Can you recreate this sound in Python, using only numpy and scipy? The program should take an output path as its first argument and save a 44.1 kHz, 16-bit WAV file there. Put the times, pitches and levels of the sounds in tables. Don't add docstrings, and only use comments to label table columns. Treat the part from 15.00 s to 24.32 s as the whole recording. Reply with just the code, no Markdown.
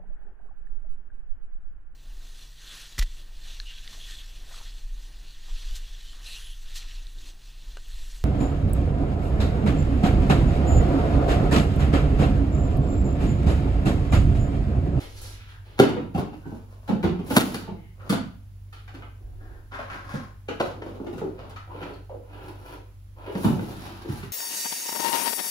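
import sys
import numpy as np
from scipy import signal
from scipy.fft import rfft, irfft, next_fast_len
from scipy.io import wavfile

SR = 44100
rng = np.random.default_rng(int(sys.argv[2]) if len(sys.argv) > 2 else 0)


def transcribe(u):
    v = np.clip(np.atleast_2d(u).T, -1, 1)
    q = np.round(v * 32767).astype(np.int16)
    wavfile.write(sys.argv[1], SR, q)


N = 411012


def from_db(db):
    return 10 ** (np.asarray(db) / 20)


def rms_one(x):
    return x / np.sqrt(np.mean(x ** 2) + 1e-20)


def at_hz(points, hz):
    points = np.array(points)
    return np.interp(np.log(np.maximum(hz, 1)), np.log(points[:, 0]), points[:, 1])


def band(x, low_hz, high_hz, order=2):
    sos = signal.butter(order, [low_hz, min(high_hz, .48 * SR)], "band", fs=SR, output="sos")
    return signal.sosfilt(sos, x + 1e-18)


def colour(x, gain_at):
    size = next_fast_len(x.shape[-1] + 2048)
    hz = np.arange(size // 2 + 1) * SR / size
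    return irfft(rfft(x, size) * gain_at(hz), size)[..., :x.shape[-1]]


def resonance(x, hz, width_hz):
    r = np.exp(-np.pi * abs(width_hz) / SR)
    zeros = np.array([1, 0, -1]) * (1 - r * r) / 2
    poles = [1, -2 * r * np.cos(2 * np.pi * hz / SR), r * r]
    return signal.lfilter(zeros, poles, x + 1e-18)


def drift(knots_per_s):
    knots = rng.standard_normal(4000)
    return np.interp(np.arange(N) / SR * knots_per_s, np.arange(len(knots)), knots)


CONTACT_SHARE = 0.69


def level_curve(strokes, column, swell_db):
    gain = np.zeros(N)
    for start, rise, fall, *levels_db in strokes:
        rise, fall = abs(rise), abs(fall)
        peak = start + rise
        first, last = max(int((peak - 2 * rise) * SR), 0), min(int((peak + 2 * fall) * SR), N)
        on = np.arange(first, last)
        slowness = np.maximum((peak - on / SR) / rise, (on / SR - peak) / fall)
        touching = np.clip((1 - slowness) / CONTACT_SHARE + .5, 0, 1)
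        gain[on] += touching * from_db(levels_db[column - 1] - swell_db * slowness)
    return gain


BLOW_BANDS = [90, 320, 950, 2300, 7000, 16000]


def blow(row, thud_width_hz=68, hollow_width_hz=78, flat_share=0.16, settle_s=0.011, contacts_per_s=1100,
         tick_top_hz=9500):
    lag_ms, thud_hz, hollow_hz, *levels_db, scuff_db = row
    t = np.arange(SR // 5) / SR
    landing = int(max(lag_ms, 1) * SR / 1000)
    pressure = np.minimum(t / t[landing], 1) * np.exp(-t / settle_s)
    contacts = (rng.random(len(t)) < contacts_per_s / SR) * rng.standard_normal(len(t)) * pressure
    edge, face = from_db(scuff_db + 10.0) * contacts, from_db(scuff_db) * contacts
    edge[0] += 1
    edge[landing] += .8
    face[landing] += 1
    face[0] += .15
    thud = resonance(face, thud_hz, thud_width_hz) + flat_share * face
    hollow = resonance(face, hollow_hz, hollow_width_hz) + flat_share * face
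    drives = [thud, hollow, edge, edge, band(edge, 1700, tick_top_hz, order=1)]
    out = np.zeros(len(t))
    for db, drive, low, high in zip(levels_db, drives, BLOW_BANDS, BLOW_BANDS[1:]):
        out += from_db(db) * rms_one(band(drive, low, high, order=3))
    return out


CLACK_DB, CLACK_FOLLOWS = -5.5, 0.36


def edge_levels(edge_db, crisp_db):
    return [edge_db, edge_db + CLACK_DB + CLACK_FOLLOWS * crisp_db, edge_db + crisp_db]


# start_s, lag_ms (face behind edge), thud_hz, hollow_hz, thud_db, hollow_db, edge_db, crispness_db, direct_db
BOX_BLOWS = [(0.791, 8, 220, 413, -10.5, -10.5, -23, -8, 5),
             (0.885, 2.55, 185, 348, -19, -23.5, -40, -9.5, -1),
             (0.96, 3.3, 205, 490, -22, -27.5, -41, -29, -6),
             (1.143, 3.63, 135, 760, -18, -27.5, -43, -8.5, -4),
             (1.178, 2.7, 135, 390, -27.5, -30.5, -47, -6, 4.5),
             (1.33, 6, 308, 334, -40, -43.5, -56, -17, 6.5), (1.452, 2, 155, 377, -29, -41, -60, -25, -2.5),
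             (1.514, 3.5, 246, 398, -31.5, -39, -74, -6, -1),
             (1.877, 14.2, 190, 455, -13, -23, -37, -10, -11.5),
             (2.029, 11.1, 156, 341, -13.5, -16, -32.5, -12.5, -2.5),
             (2.19, 1.94, 176, 344, -28.5, -33, -49, -13, -3),
             (2.302, 5.8, 238, 353, -21.5, -23.5, -35.5, -6, -1),
             (2.3641, 5.37, 213, 330, -20, -23.5, -28, 0, 14),
             (2.543, 2.5, 210, 430, -31.5, -36, -38.5, -1, 6),
             (2.675, 2.3, 159, 362, -27, -31, -50, -28.5, -8),
             (3.094, 5, 257, 510, -13, -28.5, -28.5, -1.5, -1.5),
             (3.123, 2.92, 160, 690, -25.5, -28.5, -37.5, -3, 3),
             (3.941, 2.9, 283, 366, -39, -61, -47.5, -12, -1.5),
             (4.02, 1.5, 252, 720, -56, -48.5, -46.5, -45, 1),
             (4.788, 2.8, 237, 554, -45, -32, -52, -15.5, -1.5),
             (5.136, 1.52, 144, 527, -25.5, -34.5, -48, -3.5, 2),
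             (5.482, 3.3, 237, 436, -30, -26.5, -34, -17.5, -3.5),
             (5.599, 8.25, 219, 495, -31, -23.5, -34, -14.5, 8.5),
             (5.652, 2, 300, 500, -48.5, -46, -47, -14, 9.5),
             (5.817, 1.8, 309, 414, -58, -36.5, -45, -30, 5),
             (5.86, 3, 270, 427, -46, -38.5, -54, -17, 1.5),
             (5.938, 2.9, 287, 510, -40, -41.5, -56, -7.5, -5),
             (5.998, 2.4, 277, 420, -34, -35.5, -68.5, -24, 4),
             (6.062, 2.14, 280, 392, -35, -33.5, -46, -15, -6),
             (6.127, 2.1, 194, 410, -31.5, -35.5, -51, -5, -3),
             (6.213, 2.1, 172, 440, -29, -28, -71, -16, 1), (6.744, 2.5, 160, 445, -55, -40, -64, -26, 4),
             (6.897, 2.2, 279, 408, -44.5, -44.5, -68, 2, 8),
             (7.093, 3, 280, 620, -54, -40.5, -60, -25, -1.5),
             (8.35, 2.9, 215, 454, -23, -35, -41.5, -13, 1.5),
             (8.44, 6.2, 127, 404, -8.5, -22.5, -36.5, -0.5, -1.5),
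             (8.589, 1.4, 152, 334, -73, -38, -46, -37, 5.5),
             (8.681, 2.6, 133.3, 350, -38.5, -37.5, -55, -1, 2),
             (8.762, 2.1, 144, 354, -35.5, -47, -53, 2, -0.5),
             (9.083, 4.7, 129, 370, -24, -43, -45.5, -16, -3),
             (9.228, 1.9, 142, 384, -32.5, -42, -43, -19, 0.5)]
# start_s, edge_db, crispness_db
FINGER_TAPS = [(0.216, -58, 17), (2.998, -55, -33), (3.727, -48, -8.5), (3.878, -46.5, -17.5),
               (4.718, -45.5, -30), (4.9, -39.5, -25), (6.182, -46.5, -15), (6.495, -54, 0),
               (6.382, -53, -36), (6.561, -42.5, -15), (6.826, -40.5, -20), (6.935, -56, -7)]
SCUFF_DB, SCUFF_PER_DB = -11.5, -0.47
ROCKS_ABOVE_DB, ROCK_S, ROCK_THUD_DB, ROCK_EDGE_DB = -23, 0.036, -14, -11.5
TAP_LAG_MS, TAP_THUD_HZ, TAP_HOLLOW_HZ = 1.6, 266, 742
TAP_THUD_DB, TAP_HOLLOW_DB = -12, -5
TAP_SCUFF_DB, TAP_DIRECT_DB = -16.5, -4


def strikes():
    out = []
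    for s, lag_ms, thud_hz, hollow_hz, thud_db, hollow_db, edge_db, crisp_db, direct_db in BOX_BLOWS:
        weight_db = max(thud_db, hollow_db)
        scuff_db = SCUFF_DB + SCUFF_PER_DB * weight_db
        landings = [(0.00013, 0.017, 0.00058)]
        if weight_db > ROCKS_ABOVE_DB:
            landings.append((ROCK_S, ROCK_THUD_DB, ROCK_EDGE_DB))
        for delay, body_db, rim_db in landings:
            levels_db = [thud_db + body_db, hollow_db + body_db, *edge_levels(edge_db + rim_db, crisp_db)]
            out.append((s + delay, direct_db, [lag_ms, thud_hz, hollow_hz, *levels_db, scuff_db]))
    for s, edge_db, crisp_db in FINGER_TAPS:
        levels_db = [edge_db + TAP_THUD_DB, edge_db + TAP_HOLLOW_DB, *edge_levels(edge_db, crisp_db)]
        out.append((s, TAP_DIRECT_DB, [TAP_LAG_MS, TAP_THUD_HZ, TAP_HOLLOW_HZ, *levels_db, TAP_SCUFF_DB]))
    return out


# pitch_hz, width_hz, level_db (gain of that resonance)
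BOARDS = [(140.6, 55, 5), (213, 6.4, 1.5), (251, 36, 2.5), (467, 120, 2.5), (736, 54, -2), (860, 190, 5),
          (996, 110, 4), (1317, 69, 8), (1431, 240, 8.5), (3000, 330, 10.5), (3640, 760, 12.5),
          (4380, 130, 12.5)]


def panels(x):
    return x + sum(resonance(x, hz, width) * (from_db(db) - 1) for hz, width, db in BOARDS)


def boxes(blow_db=-19.5, count=10):
    out = np.zeros((2, N + 2 * SR))
    spots = [room_response() for _ in range(count)]
    for k, (s, direct_db, row) in enumerate(strikes()):
        hit = room(panels(blow(row)), direct_db, spots[k % count])
        at = int(s * SR)
        out[:, at:at + hit.shape[1]] += from_db(blow_db) * hit
    return out[:, :N]


# start_s, level_db
SHELF_BOOMS = [(1.148, -29), (2.042, -23), (2.29, -34), (8.443, -26.5), (9.089, -32)]
# pitch_hz, t60_s, level_db (added to that of the boom)
FRAME_MODES = [(65, 0.7, -6.5), (87.5, 0.25, 5.5)]


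def shelf(push_s=0.012):
    t, out = np.arange(SR // 2) / SR, np.zeros(N + SR)
    for s, db in SHELF_BOOMS:
        swing = np.zeros(len(t))
        for hz, t60, mode_db in FRAME_MODES:
            swing += from_db(db + mode_db - 60 * t / t60) * np.sin(2 * np.pi * hz * t)
        at = int(s * SR)
        out[at:at + len(t)] += swing * (1 - np.exp(-t / push_s))
    return out[:N]


def friction(strokes, spectrum, slips_per_s, size_db, judder_db, swell_db, brighten_db, gain_db):
    sizes = from_db(size_db * np.minimum(rng.exponential(1, N), 4)) * rng.choice([-1, 1], N)
    slips = (rng.random(N) < slips_per_s / SR) * sizes * from_db(judder_db * drift(45))
    slips = colour(slips, lambda hz: from_db(at_hz(spectrum, hz)))
    edges_hz = [120, 700, 5000, 17000]
    drumming, rasp, hiss = [rms_one(band(slips, low, high, order=3)) for low, high in zip(edges_hz, edges_hz[1:])]
    dull = colour(rasp, lambda hz: np.clip((2200 - hz) / 1000, 0, 1))
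    bright = rasp - dull
    out = drumming * level_curve(strokes, 1, swell_db)
    out += dull * level_curve(strokes, 2, swell_db)
    out += bright * level_curve(strokes, 2, swell_db + brighten_db)
    out += hiss * level_curve(strokes, 3, swell_db)
    return from_db(gain_db) * out


# start_s, rise_s, fall_s, drumming_db, rasp_db, hiss_db
BOX_SLIDES = [(0.772, 0.017, 0.011, -47, -45, -60), (2.26, 0.088, 0.19, -31, -41, -42),
              (2.5, 0.1, 0.063, -50, -51, -56.5), (8.32, 0.11, 0.087, -59, -50.5, -52),
              (8.46, 0.021, 0.17, -32.5, -50.5, -53.5), (8.6, 0.094, 0.15, -54, -51.5, -57.5),
              (8.75, 0.096, 0.39, -51, -50.5, -61), (9.07, 0.049, 0.17, -64, -50, -53.5)]
# pitch_hz, level_db
BOX_SLIDE_COLOUR = [(65, -18), (110, -11), (318, -4.5), (571, -18), (660, -16.5), (796, -15.5),
                    (1110, -21), (1290, -20.5), (1990, -27.5), (6400, -31.5), (8560, -32.5), (10100, -29),
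                    (12200, -30), (13300, -24), (16000, -39)]


def slides():
    return friction(BOX_SLIDES, BOX_SLIDE_COLOUR, slips_per_s=1700, size_db=4.0, judder_db=1.5,
                    swell_db=11.0, brighten_db=-2.0, gain_db=0.5)


# start_s, rise_s, fall_s, drumming_db, rasp_db, hiss_db
BOX_RUBS = [(1.15, 0.037, 0.04, -26, -34.5, -50), (1.29, 0.095, 0.9, -58.5, -57, -69),
            (2.98, 0.1, 0.031, -38, -41.5, -59.5), (5.52, 0.18, 0.058, -41, -41.5, -60),
            (5.79, 0.052, 0.28, -42.5, -48.5, -66), (6.04, 0.13, 0.12, -44, -49, -61.5),
            (6.3, 0.092, 0.16, -47.5, -47, -81), (7.09, 0.039, 0.05, -48.5, -56.5, -80)]
# pitch_hz, level_db
BOX_RUB_COLOUR = [(76, -22), (130, 0.5), (156, -7), (215, -4), (394, -10.5), (601, -11.5), (720, -18),
                  (1030, -23.5), (1490, -28.5), (1970, -39.5), (2460, -36), (6470, -45), (8570, -49),
                  (10700, -47), (16000, -52.5)]


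def rubs():
    return friction(BOX_RUBS, BOX_RUB_COLOUR, slips_per_s=700, size_db=4.5, judder_db=5.5,
                    swell_db=10.5, brighten_db=0.5, gain_db=-3.0)


# start_s, rise_s, fall_s, drumming_db, rasp_db, hiss_db
BOX_SCRAPES = [(6.69, 0.12, 0.16, -39.5, -44, -64), (7.26, 0.12, 0.094, -43.5, -45, -64.5),
               (7.4, 0.055, 0.17, -46.5, -50, -59.5), (7.62, 0.11, 0.058, -45, -45, -56),
               (8.17, 0.095, 0.15, -44, -43.5, -63)]
# pitch_hz, level_db
BOX_SCRAPE_COLOUR = [(76, -40), (130, 1), (224, -12), (303, 0), (472, -3.5), (720, -8.5), (1010, -4.5),
                     (1150, -14.5), (1350, -8.5), (1970, -20), (2700, -15.5), (7150, -42), (8400, -40),
                     (10800, -36.5), (16000, -42)]


def scrapes():
    return friction(BOX_SCRAPES, BOX_SCRAPE_COLOUR, slips_per_s=1500, size_db=4.5, judder_db=2.5,
                    swell_db=7.5, brighten_db=3, gain_db=-5.0)


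# start_s, rise_s, fall_s, drumming_db, rasp_db, hiss_db
HAND_GRIPS = [(4.714, 0.025, 0.047, -45.5, -37.5, -59), (4.765, 0.026, 0.14, -51, -40.5, -61),
              (4.88, 0.056, 0.12, -45.5, -39, -57.5), (5.04, 0.085, 0.16, -47, -42, -56.5)]
# pitch_hz, level_db
HAND_GRIP_COLOUR = [(76, -37), (130, 3), (211, -10), (402, -2.5), (481, -10), (565, -4), (680, -11),
                    (824, -1.5), (910, -9), (1020, 4.5), (1150, -3), (1530, 1), (1850, -6.5), (2600, -11.5),
                    (4200, -21.5), (6470, -31), (8570, -38), (11400, -35.5), (16000, -49)]


def grips():
    return friction(HAND_GRIPS, HAND_GRIP_COLOUR, slips_per_s=1100, size_db=4.2, judder_db=1.5,
                    swell_db=11.5, brighten_db=6, gain_db=-2.0)


def singing(note_hz, width_hz, slips_per_s):
    turning = np.exp(2j * np.pi * np.cumsum(note_hz) / SR)
    slips = (rng.random(len(note_hz)) < slips_per_s / SR) * rng.uniform(0.58, 1, len(note_hz))
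    decay = np.exp(-np.pi * abs(width_hz) / SR)
    return (turning * signal.lfilter([1], [1, -decay], slips / turning)).imag


# start_s, rise_s, fall_s, level_db, pitch_hz (at the start)
BOX_GROANS = [(0.0, 0.008, 0.046, -37, 475), (5.605, 0.01, 0.051, -25.5, 516),
              (5.73, 0.032, 0.55, -40.5, 334), (6.0, 0.057, 0.019, -30.5, 365),
              (6.21, 0.0097, 0.07, -26.5, 387), (7.085, 0.048, 0.04, -35.5, 526),
              (7.72, 0.026, 0.029, -42, 497), (8.23, 0.045, 0.053, -32, 452),
              (8.335, 0.021, 0.052, -29.5, 405), (8.66, 0.04, 0.025, -35, 378),
              (9.04, 0.022, 0.033, -32, 364)]
GROAN_SAG_HZ_PER_S = 270


def groan(width_hz=70, slips_per_s=110, swell_db=12, gain_db=-6):
    t, note_hz = np.arange(N) / SR, BOX_GROANS[0][-1]
    for start, rise, fall, _, hz in BOX_GROANS:
        sagging = hz - GROAN_SAG_HZ_PER_S * np.minimum(t - start, rise + fall)
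        note_hz = np.where(t > start, sagging, note_hz)
    tone = rms_one(band(singing(note_hz, width_hz, slips_per_s), 245, 1550))
    return from_db(gain_db) * level_curve(BOX_GROANS, 1, swell_db) * tone


# start_s, rise_s, fall_s, level_db, first_hz, last_hz, width_hz
CARD_SQUEAKS = [(1.29, 0.039, 0.024, -61, 2760, 2690, 35), (1.425, 0.025, 0.041, -49.5, 1520, 1440, 30),
                (2.541, .005, 0.011, -39, 4700, 4500, 400), (2.62, 0.022, 0.094, -63, 4100, 3900, 160),
                (2.72, .07, 0.16, -63, 2200, 2050, 110), (2.76, 0.055, 0.11, -69, 3100, 2930, 200),
                (2.99, .01, 0.085, -49.5, 1370, 1300, 152), (6.56, 0.0062, 0.015, -38.5, 1310, 1250, 200),
                (6.672, .04, 0.034, -43, 716, 1180, 110), (6.93, 0.0055, 0.021, -56, 4330, 4200, 300),
                (8.16, 0.024, .05, -49, 820, 900, 250), (8.435, 0.0086, 0.041, -28, 1060, 720, 25)]


def squeak(slips_per_s=900, swell_db=8, gain_db=-5):
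    out = np.zeros(N)
    for row in CARD_SQUEAKS:
        start, rise, fall, _, first_hz, last_hz, width_hz = row
        gain = level_curve([row], 1, swell_db)
        on = np.flatnonzero(gain)
        note_hz = np.interp(on / SR, [start, start + rise + fall], [first_hz, last_hz])
        tone = singing(note_hz, width_hz, slips_per_s)
        out[on] += gain[on] * rms_one(band(tone, first_hz / 2, first_hz * 2))
    return from_db(gain_db) * out


# start_s, rise_s, fall_s, flap_db, swish_db, hiss_db
SLEEVES = [(0.0, 0.00074, 0.067, -38, -41, -46), (0.07, 0.19, 0.1, -48, -49, -44),
           (0.33, 0.08, 0.1, -66.5, -52.5, -64.5), (0.47, 0.023, 0.067, -60, -51, -61.5),
           (0.64, 0.028, 0.13, -48.5, -52, -67), (3.73, 0.011, 0.09, -55.5, -49, -58),
           (3.89, 0.095, 0.12, -46, -62, -74)]
# pitch_hz, level_db
SLEEVE_COLOUR = [(110, -8.5), (180, -21), (460, -17), (555, -22.5), (610, -22.5), (1370, -7.5), (2070, -11),
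                 (3200, -11), (6620, -26), (8140, -29), (8610, -31.5), (9280, -25.5), (11600, -29.5),
                 (16000, -40.5)]


def cloth():
    return friction(SLEEVES, SLEEVE_COLOUR, slips_per_s=8000, size_db=2.0, judder_db=2.5,
                    swell_db=11, brighten_db=-3.0, gain_db=-6.5)


# start_s, rise_s, fall_s, flap_db, swish_db, hiss_db
SOCKS = [(0.46, 0.021, 0.19, -65, -55.5, -76), (4.2, 0.018, 0.21, -56, -69, -85),
         (4.39, 0.036, 0.21, -50.5, -53, -80)]
# pitch_hz, level_db
SOCK_COLOUR = [(120, -17.5), (250, -11), (380, 1.5), (560, -11), (780, -7), (980, -4.5), (1150, -13.5),
               (1350, -3), (1750, -2), (2150, -20), (5000, -26.5), (16000, -45.5)]


def shuffles():
    return friction(SOCKS, SOCK_COLOUR, slips_per_s=6000, size_db=1.0, judder_db=2.5,
                    swell_db=6.5, brighten_db=1.5, gain_db=-6)


# pitch_hz, likeness (1 same, 0 unrelated)
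MIC_LIKENESS = [(60, 0.91), (130, 0.71), (290, 0.73), (640, 0.18), (1400, -0.096), (3100, 0.11),
                (7000, 0.0037)]


def stereo_noise(size):
    mid, side = rng.standard_normal((2, size))
    alike = lambda hz: np.clip(at_hz(MIC_LIKENESS, hz), -1, 1)
    shared = colour(mid, lambda hz: np.sqrt(1 + alike(hz)))
    opposed = colour(side, lambda hz: np.sqrt(1 - alike(hz)))
    return shared + opposed * [[1], [-1]]


# pitch_hz, t60_s
ROOM_DECAY = [(120, 0.65), (300, 0.37), (900, 0.43), (2500, 0.44), (6000, 0.38), (14000, 0.12)]
# pitch_hz, level_db
ROOM_LEVEL = [(120, -2), (300, 2.5), (900, 1.5), (3000, 2.5), (12000, 0)]


def room_response(build_up_s=0.00054):
    t = np.arange(int(.7 * SR)) / SR
    noise, out = stereo_noise(len(t)), 0
    for centre in 62.5 * 2 ** np.arange(9):
        share = lambda hz: np.clip(1 - abs(np.log2((hz + 1) / centre)), 0, 1)
        fade = from_db(-60 * t / at_hz(ROOM_DECAY, centre)) * (1 - np.exp(-t / build_up_s))
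        octave = colour(noise, share)
        tail = octave * fade
        even = np.sqrt(2 * np.mean(octave ** 2) / np.sum(tail ** 2))
        out = out + tail * even * from_db(at_hz(ROOM_LEVEL, centre))
    return out


def room(source, direct_db, response, lag_s=0.00019):
    steps = np.arange(len(source))
    out = signal.fftconvolve(source[None], response, axes=1)
    late = np.interp(steps - lag_s * SR, steps, source)
    out[:, :len(source)] += from_db(direct_db) * np.array([source, late])
    return out


# pitch_hz, level_db (rms, before waver and channel offset)
MAINS_HUM = [(49, -49.5), (98, -46.5)]
# pitch_hz, level_db (relative)
AIR_COLOUR = [(20, -15), (32, -22), (50, -14), (100, -6.5), (127, -18.5), (160, -25.5), (240, -30.5),
              (400, -38.5), (1370, -44), (1800, -45.5), (7000, -52.5), (11000, -49.5), (16000, -51.5)]
# start_s, rise_s, fall_s, level_db (before rumble_db)
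FLOOR_RUMBLE = [(0.0, 0.051, 0.46, -40.5), (4.225, 0.035, 0.46, -37)]


def background(air_db=-50, rumble_db=-1, swell_db=10, waver_db=0.5):
    t, hum = np.arange(N) / SR, 0
    for hz, db in MAINS_HUM:
        hum = hum + np.sqrt(2) * from_db(db + waver_db * drift(4.2)) * np.sin(2 * np.pi * (hz * t + rng.random()))
    air = from_db(air_db) * rms_one(colour(stereo_noise(N), lambda hz: from_db(at_hz(AIR_COLOUR, hz))))
    low = rms_one(band(stereo_noise(N), 14, 61.0, order=3))
    rumble = from_db(rumble_db) * level_curve(FLOOR_RUMBLE, 1, swell_db) * low
    return (hum + air + rumble) * from_db([[-.6], [.6]])


# pitch_hz, level_db (left minus right)
LEFT_RIGHT = [(120, -1), (260, -2), (520, -0.5), (1000, 2), (2200, 0.6), (6000, -2), (9000, 1)]


def scene():
    places = (slides() + groan(), rubs() + squeak(), grips() + shuffles(), cloth() + scrapes())
    rubbing = sum(room(source, direct_db=-0.5, response=room_response())[:, :N] for source in places)
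    lean = lambda hz: from_db(at_hz(LEFT_RIGHT, hz) * np.array([[.5], [-.5]]))
    return colour(boxes() + shelf() + rubbing, lean) + background()


def record(dry, shared_above_hz=7400, ceiling=10.0, cutoff_hz=15700):
    top = lambda hz: np.clip((hz - shared_above_hz) / 1500 + .5, 0, 1)
    turn = lambda hz: np.exp(2j * np.pi * (hz - 6200) / 4750)
    own = colour(dry[1], lambda hz: np.sqrt(1 - top(hz) ** 2))
    shared = colour(dry[0], lambda hz: top(hz) * turn(hz))
    rounded = ceiling * np.tanh(np.array([dry[0], own + shared]) / ceiling)
    return signal.sosfilt(signal.ellip(10, .2, 80, cutoff_hz, fs=SR, output="sos"), rounded)


dry = scene()
out = record(dry)
transcribe(out)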